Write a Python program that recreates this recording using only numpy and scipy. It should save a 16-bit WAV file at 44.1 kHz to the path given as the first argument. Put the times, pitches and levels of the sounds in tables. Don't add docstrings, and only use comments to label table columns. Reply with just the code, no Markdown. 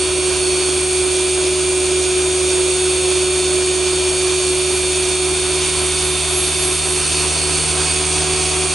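import sys
import numpy as np
from scipy import signal
from scipy.fft import rfft, irfft, next_fast_len
from scipy.io import wavfile
from scipy.ndimage import map_coordinates

SR = 44100
rng = np.random.default_rng(int(sys.argv[2]) if len(sys.argv) > 2 else 0)


def unload_audio(sound):
    columns = np.transpose(np.atleast_2d(sound))
    steps = np.round(np.clip(columns, -1, 1) * 32767)
    wavfile.write(sys.argv[1], SR, steps.astype(np.int16))


N = 385434
TIME = np.arange(N) / SR
SIDES = np.array([[1], [-1]])
PINION_TEETH, CROWN_TEETH = 9, 43


def gain_of(db):
    return 10 ** (np.asarray(db) / 20)


def evened(x):
    return x / np.sqrt(np.mean(abs(x) ** 2) + 1e-20)


def curves(rows):
    s, *columns = np.transpose(rows)
    return [np.interp(TIME, s, column) for column in columns]


def bell(s, width_s):
    return np.exp(-((TIME - s) / width_s) ** 2)


def read(points, hz):
    f, value = np.transpose(points)
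    return np.interp(np.log(hz + 1), np.log(f + 1), value)


def drift(top_hz):
    hz = np.geomspace(top_hz / 10, top_hz, num=20)[:, None]
    coarse_s = TIME[::256]
    sines = np.sin(2 * np.pi * (hz * coarse_s + rng.random(hz.shape)))
    return np.interp(TIME, coarse_s, evened(sines.sum(0)))


def scatter(shape):
    return (rng.standard_normal(shape) + 1j * rng.standard_normal(shape)) / np.sqrt(2)


def rush(spectrum, apart, ripple_db):
    size = next_fast_len(N)
    hz = np.fft.rfftfreq(size, 1 / SR)
    grid_hz = np.arange(0, SR / 2, 45)
    ripple = np.interp(hz, grid_hz, rng.standard_normal(len(grid_hz)))
    bins = scatter(len(hz)) + apart * SIDES * scatter(len(hz))
    noise = irfft(bins * gain_of(read(spectrum, hz) + ripple_db * ripple), size)[:, :N]
    return noise / noise.mean(0).std()


def tone(turns, db, apart):
    angle = 2 * np.pi * (turns + rng.random())
    side = drift(9.6) * np.cos(angle) + drift(11) * np.sin(angle)
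    return gain_of(db) * (np.sqrt(2) * np.cos(angle) + apart * SIDES * side)


def rotor(turns, orders, db, fading, apart, count=12, size=8192):
    shared, side = signal.resample(scatter((2, count, len(orders))), count * 10, axis=1)
    gains = np.exp(2j * np.pi * rng.random(len(orders))) + fading * shared
    gains /= np.sqrt(np.mean(abs(gains) ** 2, axis=0))
    bins = np.zeros((2, len(gains), size // 2 + 1), complex)
    stereo = np.array([gains + apart * side, gains - apart * side])
    bins[:, :, np.round(orders).astype(int)] = stereo * gain_of(db)
    cycles = irfft(bins, size) * size / np.sqrt(2)
    place = [np.linspace(0, len(gains) - 1, N), turns % 1 * size]
    return np.array([map_coordinates(c, place, order=1, mode="grid-wrap") for c in cycles])


def whine(track, spin, course, flutter_db, rough_db):
    level_db, crossings = course
    path_db = sum(change_db * bell(s, width_s) for s, width_s, change_db in crossings)
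    waver_db = flutter_db * np.cos(2 * np.pi * spin) + rough_db * drift(14)
    return tone(track, level_db + path_db + waver_db, apart=.22)


def pad_spin():
    free_hz, pressed_hz, slows_at_s, slows_over_s = 4.25, 3.63, 5.0, .3
    facing_s = 6.94
    slowed = (1 + np.tanh((TIME - slows_at_s) / slows_over_s)) / 2
    spin = np.cumsum(free_hz + (pressed_hz - free_hz) * slowed) / SR
    return spin - np.interp(facing_s, TIME, spin)


def hum(turns, spin, hum_db):
    echo_db, rise_db, rise_at_s, rise_width_s = -41.5, 9, 6.95, 1.2
    echo_gain = gain_of(echo_db + rise_db * bell(rise_at_s, rise_width_s))
    both = gain_of(hum_db + 1.07) + echo_gain * np.exp(-2j * np.pi * spin)
    return abs(both) * tone(turns + np.angle(both) / (2 * np.pi), 0.38 * drift(10), apart=.11)


def motor(turns, press_db):
    # cycles per motor turn, relative level in dB.
    motor_partials = [(3, -46.2), (5, -52.5), (6, -43.1), (7, -43.4), (8, -48.7), (10, -50.3), (11, -51.7),
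                      (13, -47.3), (15, -52.1), (16, -46.0), (17, -47.1), (19, -44.3), (20, -52.3),
                      (21, -49.4), (22, -39.6), (23, -34.1), (24, -33.1), (25, -40.6), (26, -36.0),
                      (27, -34.6), (28, -48.0), (29, -48.6)]
    orders, db = np.transpose(motor_partials)
    low = orders < 5.5
    drone = rotor(turns, orders[low], db[low], fading=0.53, apart=.22)
    bars = rotor(turns, orders[~low], db[~low], fading=.5, apart=.22)
    drone_db = -0.9 + 1.4 * press_db + 0.63 * drift(8.7)
    return drone * gain_of(drone_db) + bars * gain_of(0.16 + 0.86 * press_db)


def whines(turns, orbit, spin):
    # moment in seconds, half width in seconds, change in dB.
    hum_octave = (-43, [(8.35, .7, 7.5)])
    hum_double_octave = (-53.5, [(2.3, 2.4, 8.6)])
    mesh_course = (-37, [(7.2, 0.33, -18)])
    mesh_octave = (-35, [(0, 1.1, -4), (6.8, 1.4, -14)])
    motor_whine = (-34.5, [(.6, 0.3, 7), (1.65, 1, -13), (6.3, 0.53, -6), (7.4, .4, 3.5),
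                   (8.25, 0.37, -11)])
    low_gear_whine = (-34.5, [(7.45, 0.79, -6)])
    high_gear_whine = (-32, [(.5, 4.6, -6.5), (7.2, .2, -6), (8.25, .8, -18)])
    mesh = PINION_TEETH * turns
    voices = [
        (2 * turns, hum_octave), (4 * turns, hum_double_octave),
        (mesh, mesh_course), (2 * mesh, mesh_octave), (12 * turns, motor_whine),
        (31 * orbit, low_gear_whine), (47 * orbit, high_gear_whine)]
    return sum(whine(track, spin + rng.random(), course, flutter_db=1.25, rough_db=0.82)
               for track, course in voices)


def gear(orbit):
    # cycles per orbit, relative level in dB.
    tooth_partials = [(4, -46), (5, -41), (8, -48), (19, -47), (29, -45), (35, -41), (36, -46), (37, -44),
                      (39, -48), (40, -43), (44, -41), (45, -46), (46, -48), (49, -49), (54, -45),
                      (55, -47), (56, -43), (57, -43), (59, -43), (60, -45), (83, -45), (85, -46),
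                      (96, -48), (107, -45), (108, -46), (111, -46), (115, -43)]
    orders, db = np.transpose(tooth_partials)
    faint = np.setdiff1d(np.arange(28, 130), np.round(orders))
    buzz_db = -53.5 + 2.0 * rng.standard_normal(len(faint))
    strong = gain_of(-1.5) * rotor(orbit, orders, db, fading=0.53, apart=0.39)
    return strong + rotor(orbit, faint, buzz_db, fading=1.0, apart=0.33)


def throb(orbit, press_db):
    # cycles per orbit, dB against the throb at usual pressure.
    shake = [(2, -6), (3, -24), (6, -25)]
    throb_db = -31.9 + 1.1 * press_db
    sound = tone(orbit, throb_db - .3 + .4 * drift(6), apart=.11)
    for k, db in shake:
        sound += tone(k * orbit, throb_db + db + 0.53 * k * press_db + drift(7.1), apart=0.13)
    return sound


def rocking(turns, orbit, press_db):
    db = -49.5 + 4.0 * press_db
    return sum(tone(turns + side * orbit, db + drift(4), apart=.2) for side in (-1, 1))


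def pad(orbit, spin, press_db):
    # frequency in Hz, relative density in dB per Hz.
    foam_spectrum = [(12, -31), (24, -17), (54, -4), (86, -4.5), (120, -9.5), (224, -12.5), (343, -5),
                     (368, -1.5), (447, -7), (672, -4.5), (721, -2), (831, -4.5), (1657, -10), (2049, -12),
                     (2500, -32.5)]
    stroke = 1 + .08 * np.cos(2 * np.pi * orbit) + 0.087 * np.cos(2 * np.pi * 2 * orbit)
    grip_db = .5 * np.cos(2 * np.pi * spin) + 0.85 * drift(25)
    foam = rush(foam_spectrum, apart=0.26, ripple_db=2.74)
    return foam * stroke * gain_of(-30.5 + .9 * press_db + grip_db)


def housing(hum_db):
    # frequency in Hz, width in Hz, relative level in dB.
    resonances = [(343, 91, 0.5), (518.4, 18, -2), (601, 46, -0.5)]
    hz = np.fft.rfftfreq(N, 1 / SR)
    cavity = sum(gain_of(db) / (1 + (2 * (hz - f) / width) ** 2) for f, width, db in resonances)
    noise = irfft(cavity * (scatter(len(hz)) + 0.25 * SIDES * scatter(len(hz))), N)
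    return evened(noise) * gain_of(hum_db - 14.0 + 1.7 * drift(13))


def air(orbit, press_db):
    # frequency in Hz, relative density in dB per Hz.
    air_spectrum = [(1700, -21), (2049, -10), (2230, -1.5), (2886, 0.5), (3010, 0), (3451, -5.5), (3599, 2),
                    (4020, -4.5), (4419, 1.5), (5175, -6), (5720, -5.5), (6456, -3), (7600, -6),
                    (8300, -33)]
    lobes = 3 * orbit
    flutter = 1 + 0.12 * np.cos(2 * np.pi * orbit) + .14 * np.cos(2 * np.pi * lobes)
    level_db = -26.0 + 0.9 * press_db + 0.93 * drift(12)
    return rush(air_spectrum, apart=0.24, ripple_db=3.1) * flutter * gain_of(level_db)


def brushes(turns, orbit, press_db):
    # frequency in Hz, relative density in dB per Hz.
    brush_spectrum = [(7000, -47), (7500, -15), (8278, 0.5), (9770, -5.5), (9919, -3.5), (10195, -10.5),
                      (10949, -10), (11800, -46)]
    passes, lobes, mains = 2 * turns, 3 * orbit, 100 * TIME
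    pulses = [(passes, .27), (lobes, .2), (mains, .14), (orbit, .12)]
    contact = 1 + sum(depth * np.cos(2 * np.pi * cycles) for cycles, depth in pulses)
    level_db = -25.0 + 0.42 * press_db + 0.58 * drift(12)
    return rush(brush_spectrum, apart=0.21, ripple_db=4.5) * contact * gain_of(level_db)


def workshop():
    # frequency in Hz, relative density in dB per Hz.
    rumble_spectrum = [(12, -8), (30, 1), (55, 10), (130, -9), (300, -8), (900, -58)]
    return gain_of(-52.0) * rush(rumble_spectrum, apart=0.51, ripple_db=3)


def whistle(turns, spin):
    whistle_course = (-53, [(4.72, 0.34, 14), (6.55, 0.81, 23.7)])
    return whine(30 * turns, spin, whistle_course, flutter_db=4.5, rough_db=2.5)


def scene():
    # time in seconds, motor speed in turns per second.
    motor_speed = [(0, 368.22), (0.35, 367.65), (0.9, 367.88), (1.4, 368.29), (2.4, 367.85), (3.1, 368.0),
                   (3.6, 367.68), (4.1, 367.94), (4.75, 367.47), (5.55, 367.93), (6.2, 367.33),
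                   (6.7, 367.15), (7.25, 367.61), (7.55, 368.41), (8.0, 369.68), (8.45, 370.04),
                   (8.74, 371.29)]
    # time in seconds, pad pressure on the panel in dB against the usual.
    hand_pressure = [(0, -1.2), (1.2, -1.35), (4.6, -0.5), (5.2, -0.6), (5.85, 1), (6.25, 0.5), (6.9, 1.1),
                     (7.3, 2.15), (8.3, 2.5), (8.74, 1.5)]
    # time in seconds, relative level in dB.
    hum_level = [(0, -21.5), (2.4, -19.5), (4.1, -20.5), (5.3, -22.5), (6.3, -27.4), (7.1, -30),
                 (7.75, -31.2), (8.2, -27.1), (8.74, -27)]
    speed, = curves(motor_speed)
    press_db, = curves(hand_pressure)
    hum_db, = curves(hum_level)
    spin = pad_spin()
    turns = np.cumsum(speed + .22 * np.cos(2 * np.pi * spin) + .07 * drift(20)) / SR
    orbit = turns * PINION_TEETH / CROWN_TEETH
    drive = hum(turns, spin, hum_db) + motor(turns, press_db) + whines(turns, orbit, spin) + gear(orbit)
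    shaking = throb(orbit, press_db) + rocking(turns, orbit, press_db)
    noise = pad(orbit, spin, press_db) + housing(hum_db)
    noise += air(orbit, press_db) + brushes(turns, orbit, press_db)
    return drive + shaking + noise + workshop() + whistle(turns, spin)


def record(dry):
    # frequency in Hz, left minus right in dB.
    lean = [(60, -0.2), (140, -1.2), (350, -1.7), (830, -2.5), (2000, -1.5), (4810, -2.5), (11600, -1.1)]
    edge_hz = 11060
    size = next_fast_len(N)
    lean_db = SIDES * read(lean, np.fft.rfftfreq(size, 1 / SR)) / 2
    heard = irfft(rfft(dry, size) * gain_of(lean_db), size)[:, :N]
    lowpass = signal.firwin(1501, edge_hz, window=("kaiser", 9), fs=SR)
    return signal.oaconvolve(heard, lowpass[None], "same")


dry = scene()
out = record(dry)
unload_audio(out)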